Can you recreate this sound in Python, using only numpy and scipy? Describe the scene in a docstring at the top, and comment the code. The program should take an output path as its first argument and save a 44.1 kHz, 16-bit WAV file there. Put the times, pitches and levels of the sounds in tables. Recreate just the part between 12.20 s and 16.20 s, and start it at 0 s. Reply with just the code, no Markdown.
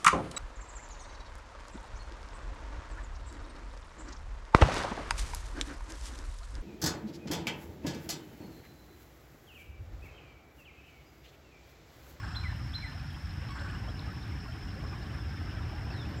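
"""Shallow water runs down a concrete spillway and bubbles over a row of blocks: turbulence gives
broadband noise, and each trapped bubble rings as a damped oscillator. Beneath it lies a low outdoor
rumble, and insects buzz steadily in the trees. A distant bird gives two harsh rattles, a near one calls
twice (a rising chip, then a falling note) and a far one adds thin down-slurred chirps.
Scattering from trunks and leaves gives every call a reverberant tail."""
import sys
import numpy as np
from scipy import signal
from scipy.fft import rfft, irfft
from scipy.io import wavfile

SR = 44100
rng = np.random.default_rng(int(sys.argv[2]) if len(sys.argv) > 2 else 0)


def persist_wave(psi):
    """Save psi, clipped to +-1, as 16-bit WAV."""
    counts = np.round(np.clip(psi, -1, 1) * 32767).astype(np.int16)
    wavfile.write(sys.argv[1], SR, np.atleast_2d(counts).T)


N = 176400
FREQS = np.fft.rfftfreq(N, 1 / SR)


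def undb(db):
    """Amplitude ratio: a factor of ten for every 20 dB."""
    return 10 ** (np.asarray(db) / 20)


def level(x, db):
    """Normalisation to an rms level."""
    return x * undb(db) / np.sqrt(np.mean(x ** 2))


def add(out, start_s, x):
    """Superposition of a sound at a given time; it may already be under way."""
    i = min(int(start_s * SR), N)
    x, i = x[max(-i, 0):], max(i, 0)
    out[i:i + len(x)] += x[:N - i]


def swell(points):
    """A gain envelope interpolated through (seconds, dB) points."""
    return undb(np.interp(np.arange(N) / SR, *np.array(points).T))


def wander(rate_hz):
    """Low-pass noise: a smooth random drift with a spread of 1."""
    lowpass = np.exp(-(FREQS / rate_hz) ** 2) * (FREQS > 0)
    return level(irfft(rfft(rng.standard_normal(N)) * lowpass, N), 0)


def noise(points, db):
    """Spectral shaping of white noise by (Hz, dB) points, with steep skirts."""
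    hz, gain_db = np.array(points, float).T
    f = FREQS + 1
    skirts = np.minimum(1, np.minimum(f / hz[0], hz[-1] / f)) ** 4
    shape = undb(np.interp(np.log(f), np.log(hz), gain_db))
    return level(irfft(rfft(rng.standard_normal(N)) * skirts * shape, N), db)


def resonance(hz, width_hz):
    """A band-pass resonance driven by white noise, at an rms of 1."""
    detuning = 2 * (FREQS - hz) / width_hz
    return level(irfft(rfft(rng.standard_normal(N)) / np.hypot(1, detuning ** 2), N), 0)


def modes(rows):
    """Superposition of independent noise-driven resonances."""
    return sum(undb(db) * resonance(hz, width_hz) for hz, width_hz, db in rows)


def flicker(x, count=9, flicker_db=1.7, surge_db=.7):
    """Random amplitude modulation: half-octave bands flicker separately and surge together."""
    place = np.clip(2 * np.log2((FREQS + 1) / 250), 0, count - 1)
    spectrum = rfft(x)
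    bands = (irfft(spectrum * np.maximum(1 - abs(place - k), 0), N) for k in range(count))
    flickering = sum(band * undb(flicker_db * wander(22)) for band in bands)
    return flickering * undb(surge_db * wander(21))


# Spectra of the rush and of the churning. Each row: frequency in Hz, relative density in dB.
RUSH_SPECTRUM = [(300, -26), (500, -24.5), (700, -1.5), (900, 0.5), (1200, -2), (1600, 5), (2000, -0.5),
                 (2500, -3.5), (3100, -5), (4200, -12.5), (4700, -27)]
CHURN_SPECTRUM = [(130, -2), (220, 0), (300, 1), (360, -1.5), (425, -6.5), (480, -12), (600, -6),
                  (760, -13), (1100, -10.5), (1800, -17), (4000, -53)]
# How much the microphone faces the blocks. Each row: time in seconds, gain of the churning in dB.
FACING_BLOCKS = [(0, -11), (.9, -16), (1.5, -0.5), (2.2, -6.5), (2.8, 0), (3.3, -1), (4, 3.5)]


def flow():
    """Turbulence makes broadband noise: a steady rush, and lower churning at the blocks."""
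    rush = noise(RUSH_SPECTRUM, db=-53.5)
    churn = swell(FACING_BLOCKS) * noise(CHURN_SPECTRUM, db=-51)
    return flicker(rush + churn)


def bubble(hz, cycles, rise=.0535):
    """A damped oscillator that rises in pitch and decays by 1/e in `cycles` periods."""
    age = np.arange(int(4 * cycles / hz * SR)) * hz / cycles / SR  # in decay times
    phase = 2 * np.pi * cycles * (age + rise * age ** 2 / 4)
    return np.sin(phase) * np.exp(-age) * (1 - np.exp(-4 * age))


def bubble_cloud(low_hz, high_hz, cycles, db, spread_db, count=1600):
    """Bubbles with power-law amplitudes: most are faint, a few stand out."""
    out = np.zeros(N)
    for when, pitch, rank in rng.random((count, 3)):
        hz = low_hz * (high_hz / low_hz) ** pitch
        gain = undb(-spread_db * np.log(rank + .005))
        add(out, when * N / SR, gain * bubble(hz, cycles))
    return level(out, db)


# Hollow resonances in the flow. 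Each row: frequency in Hz, bandwidth in Hz, level in dB.
HOLLOW_MODES = [(767, 56, -63.5), (1520, 140, -71), (1717, 36, -66)]


def blocks():
    """Directional pickup: hollow tones and clear plinks grow as the microphone turns to the blocks."""
    hollow = modes(HOLLOW_MODES)
    plinks = bubble_cloud(700, 3400, cycles=17, db=-61.5, spread_db=2.2, count=170)
    return np.sqrt(swell(FACING_BLOCKS)) * (hollow + plinks)


# Resonances behind the blocks. Each row: frequency in Hz, bandwidth in Hz, level in dB.
POCKET_MODES = [(297, 44, -58), (421, 17, -66.5)]
# Their swell. Each row: time in seconds, gain in dB.
POCKET_SWELL = [(0, -7), (.9, -10), (1.5, -2.5), (2.0, -2.5), (2.35, 3.5), (3.0, -1.5), (3.6, 2.5), (4, 6)]


def drone():
    """Resonance of water pocketed behind the blocks: a low drone that builds unevenly."""
    return modes(POCKET_MODES) * swell(POCKET_SWELL)


# Spectrum of fine spray. 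Each row: frequency in Hz, relative density in dB.
SPRAY_SPECTRUM = [(3500, -4), (4600, 3), (6400, -1.5), (8000, -4), (9500, -7.5), (10400, -13), (11200, -9),
                  (13500, -10), (15500, -11.5)]


def spray():
    """The smallest bubbles resonate highest, adding fizz to the hiss of the spray."""
    hiss = noise(SPRAY_SPECTRUM, db=-66.5)
    return hiss + bubble_cloud(6050, 14600, cycles=14, db=-78.5, spread_db=2.2)


# Bubble families. Each row: lowest and highest pitch in Hz, decay in cycles, level in dB, spread in dB.
BUBBLE_FAMILIES = [(452.7, 1100, 11.4, -62, 5), (1095, 3200, 18.8, -59, 4), (2814, 4800, 23.5, -67.5, 4.5)]


def babble():
    """A bubble's size sets its resonance, so three size families fill three pitch ranges."""
    return sum(bubble_cloud(*family) for family in BUBBLE_FAMILIES)


# Spectrum of the rumble. Each row: frequency in Hz, relative density in dB.
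RUMBLE_SPECTRUM = [(18, -32), (25, -31), (35, -17), (50, -3.5), (75, 0), (100, -3.5), (113, -2), (128, -8),
                   (170, -12), (215, -17.5), (300, -23.5), (450, -39.5), (800, -71)]
# Its swell. Each row: time in seconds, gain in dB.
RUMBLE_GAIN = [(0, 1), (.7, -1.5), (1.3, -0.5), (1.7, 1.5), (2.2, -1), (2.8, .5), (4, 1)]


def rumble():
    """Low outdoor noise under slow, shallow amplitude modulation."""
    return noise(RUMBLE_SPECTRUM, db=-38) * swell(RUMBLE_GAIN)


def insects(throb_db=1.38):
    """Incoherent summation blurs a distant chorus into one narrow, throbbing band."""
    return level(resonance(5264, width_hz=390) * undb(throb_db * wander(60)), db=-58.5)


def wavering_phase(hz, depth=.009):
    """Phase is the integral of frequency, here with a slight random waver."""
    return 2 * np.pi * np.cumsum(hz * (1 + depth * wander(250)[:len(hz)])) / SR


def whistle(contour, harmonics, db):
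    """A nonlinear oscillator: a bird's overtones emerge where the note is loudest."""
    times, hz, contour_db = np.array(contour, float).T
    t = np.arange(int(times[-1] * SR)) / SR
    phase = wavering_phase(np.interp(t, times, hz))
    envelope = undb(np.interp(t, times, contour_db))
    brightness = (envelope / envelope.max()) ** 2
    voice = sum(undb(k_db) * np.sin(k * phase) * (1 if k == 1 else brightness) for k, k_db in harmonics)
    return undb(db) * envelope * signal.windows.tukey(len(t), .1) * np.sqrt(2) * voice


def scatter(x, envelope, wet_db):
    """Convolution with decaying noise adds diffuse reflections to the direct sound."""
    tail = rng.standard_normal(len(envelope)) * envelope
    return x + undb(wet_db) * signal.fftconvolve(x, tail / np.linalg.norm(tail))[:N]


def forest(x, wet_db, t60_s=.68, delay_s=.014):
    """Reverberation: trunks and leaves return a delayed, exponentially fading tail."""
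    t = np.arange(SR) / SR
    return scatter(x, np.exp(-np.log(1000) * t / t60_s) * (t > delay_s), wet_db)


# Harsh rattles. Each row: start in seconds, length in seconds, pulse rate in Hz, level in dB.
RATTLE_CALLS = [(.022, .25, 25, -44.5), (1.345, .23, 22.5, -44.3)]
# Throat resonances. Each row: frequency in Hz, bandwidth in Hz, relative level in dB.
THROAT_FORMANTS = [(1120, 450, -2.5), (1540, 320, 0), (4300, 900, -15), (7600, 1100, -19)]
# The clear note that opens a rattle. Each row: time into the note in seconds, pitch in Hz, gain in dB.
OPENING_CONTOUR = [(0, 1130, -12), (.018, 1110, 0), (.036, 1115, 0), (.052, 1125, -12)]
# Its partials. Each row: harmonic number, gain in dB.
OPENING_HARMONICS = [(1, -3), (2, -13), (3, -14.5), (4, -17), (7, -22)]


def rattling_bird(lead_s=.056, dip_db=10.5, fade_db_per_s=29.5):
    """Source and filter: after a clear note, fading noise pulses sound through the throat's formants."""
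    out = np.zeros(N)
    rasp = level(modes(THROAT_FORMANTS), 0)
    for start, length, rate, db in RATTLE_CALLS:
        t = np.arange(int(length * SR)) / SR
        pulses = undb(db - fade_db_per_s * t - dip_db * np.cos(np.pi * rate * t) ** 4)
        breath = np.roll(rasp, -int(start * SR))[:len(t)]
        add(out, start - lead_s, whistle(OPENING_CONTOUR, OPENING_HARMONICS, db=-45))
        add(out, start, breath * pulses * signal.windows.tukey(len(t), .1))
    return forest(out, wet_db=-5)


def leaves(x, decay_s=.014):
    """Early scattering from nearby foliage briefly smears a note."""
    t = np.arange(SR // 10) / SR
    return scatter(x, np.exp(-t / decay_s), wet_db=-5.5)


# Two-note calls. Each row: start in seconds, chip level in dB, falling-note level in dB.
NEAR_CALLS = [(.146, -41, -43), (.532, -41, -44)]
# The two notes. Each row: time into the note in seconds, pitch in Hz, gain in dB.
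CHIP_CONTOUR = [(0, 3100, -12), (.008, 3500, -5), (.015, 4130, -4), (.022, 4115, 0), (.031, 4065, -1.5),
                (.04, 4000, -8), (.05, 3880, -15)]
FALL_CONTOUR = [(0, 2480, -22), (.006, 2340, -1), (.013, 2250, -7), (.021, 2100, -1), (.03, 2020, 2),
                (.044, 1920, -12), (.06, 1820, -9), (.07, 1760, -2), (.085, 1640, -13)]
# Their partials. Each row: harmonic number, gain in dB.
CHIP_HARMONICS = [(1, -0.5), (2, -38), (3, -28)]
FALL_HARMONICS = [(1, -0.5), (4, -23.5)]


def near_bird(fall_after_s=.087):
    """Frequency modulation shapes each call: a rising chip, then a lower falling note."""
    chips, falls = np.zeros(N), np.zeros(N)
    for start, chip_db, fall_db in NEAR_CALLS:
        add(chips, start, whistle(CHIP_CONTOUR, CHIP_HARMONICS, chip_db))
        add(falls, start + fall_after_s, whistle(FALL_CONTOUR, FALL_HARMONICS, fall_db))
    return forest(leaves(chips), wet_db=-7.5) + forest(leaves(falls), wet_db=-9.5)


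# Larger gurgles. Each row: start in seconds, nominal pitch in Hz, level per bubble in dB.
AIR_POCKETS = [(.322, 755, -41), (.72, 988, -44.5), (.816, 824, -60), (.963, 1040, -43.5),
               (1.386, 3400, -42), (1.675, 555, -43.5), (1.862, 670, -43.5), (2.252, 920, -45),
               (2.63, 770, -41), (2.65, 1180, -41.5), (2.727, 970, -42), (2.822, 3700, -45),
               (3.171, 1650, -41.5), (3.267, 1460, -42.5), (3.404, 880, -44), (3.52, 674, -43.5),
               (3.569, 2700, -51), (3.662, 810, -42)]


def gurgles(count=5, breakup_s=.017):
    """Fragmentation: trapped air breaks into a few bubbles of like size and so of like pitch."""
    out = np.zeros(N)
    for start, hz, db in AIR_POCKETS:
        for k, octaves in enumerate(.48 * rng.uniform(-.57, 1, count)):
            add(out, start + breakup_s * k / count, undb(db) * bubble(hz * 2 ** octaves, cycles=4.2))
    return out


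# Spray ticks. Each row: start in seconds, centre frequency in Hz, level in dB.
DROPLETS = [(.362, 12500, -68), (.93, 11800, -66), (1.508, 9500, -68), (1.928, 12500, -70),
            (2.94, 9300, -66), (3.888, 13300, -65)]


def droplets(decay_s=.008):
    """Impact transients: single droplets tick high above the hiss and decay exponentially."""
    out, t = np.zeros(N), np.arange(SR // 20) / SR
    for start, hz, db in DROPLETS:
        add(out, start, undb(db) * resonance(hz, width_hz=.2 * hz)[:len(t)] * np.exp(-t / decay_s))
    return out


# Thin chirps. Each row: start in seconds, length in seconds, first and last pitch in Hz, level in dB.
FAR_SLURS = [(1.792, 0.0059, 4580, 3660, -48.5), (2.023, 0.016, 4470, 3630, -61),
             (3.725, 0.12, 4510, 3360, -56), (3.962, 0.088, 7500, 7000, -68)]


def far_bird(bend=1.45, shimmer_db=2):
    """Frequency sweeps: shimmering pure tones drop fast and level off."""
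    out = np.zeros(N)
    for start, length, first_hz, last_hz, db in FAR_SLURS:
        remaining = np.linspace(1, 0, int(length * SR))
        hz = last_hz + (first_hz - last_hz) * remaining ** bend
        slur = np.sin(wavering_phase(hz)) * signal.windows.tukey(len(hz), .3)
        add(out, start, level(slur, db))
    return forest(out * undb(shimmer_db * wander(48)), wet_db=-6)


def scene():
    """Superposition: water, rumble, insects and birds add at one microphone."""
    water = flow() + blocks() + drone() + spray() + babble() + gurgles() + droplets()
    return (water + rumble() + insects() + near_bird() + far_bird() + rattling_bird())[None]


def record(dry, cutoff_hz=15700, edge_hz=200):
    """Band limiting: a steep low-pass filter removes the highest treble."""
    return irfft(rfft(dry) * np.clip((cutoff_hz - FREQS) / edge_hz + .5, 0, 1), N)


dry = scene()
out = record(dry)
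persist_wave(out)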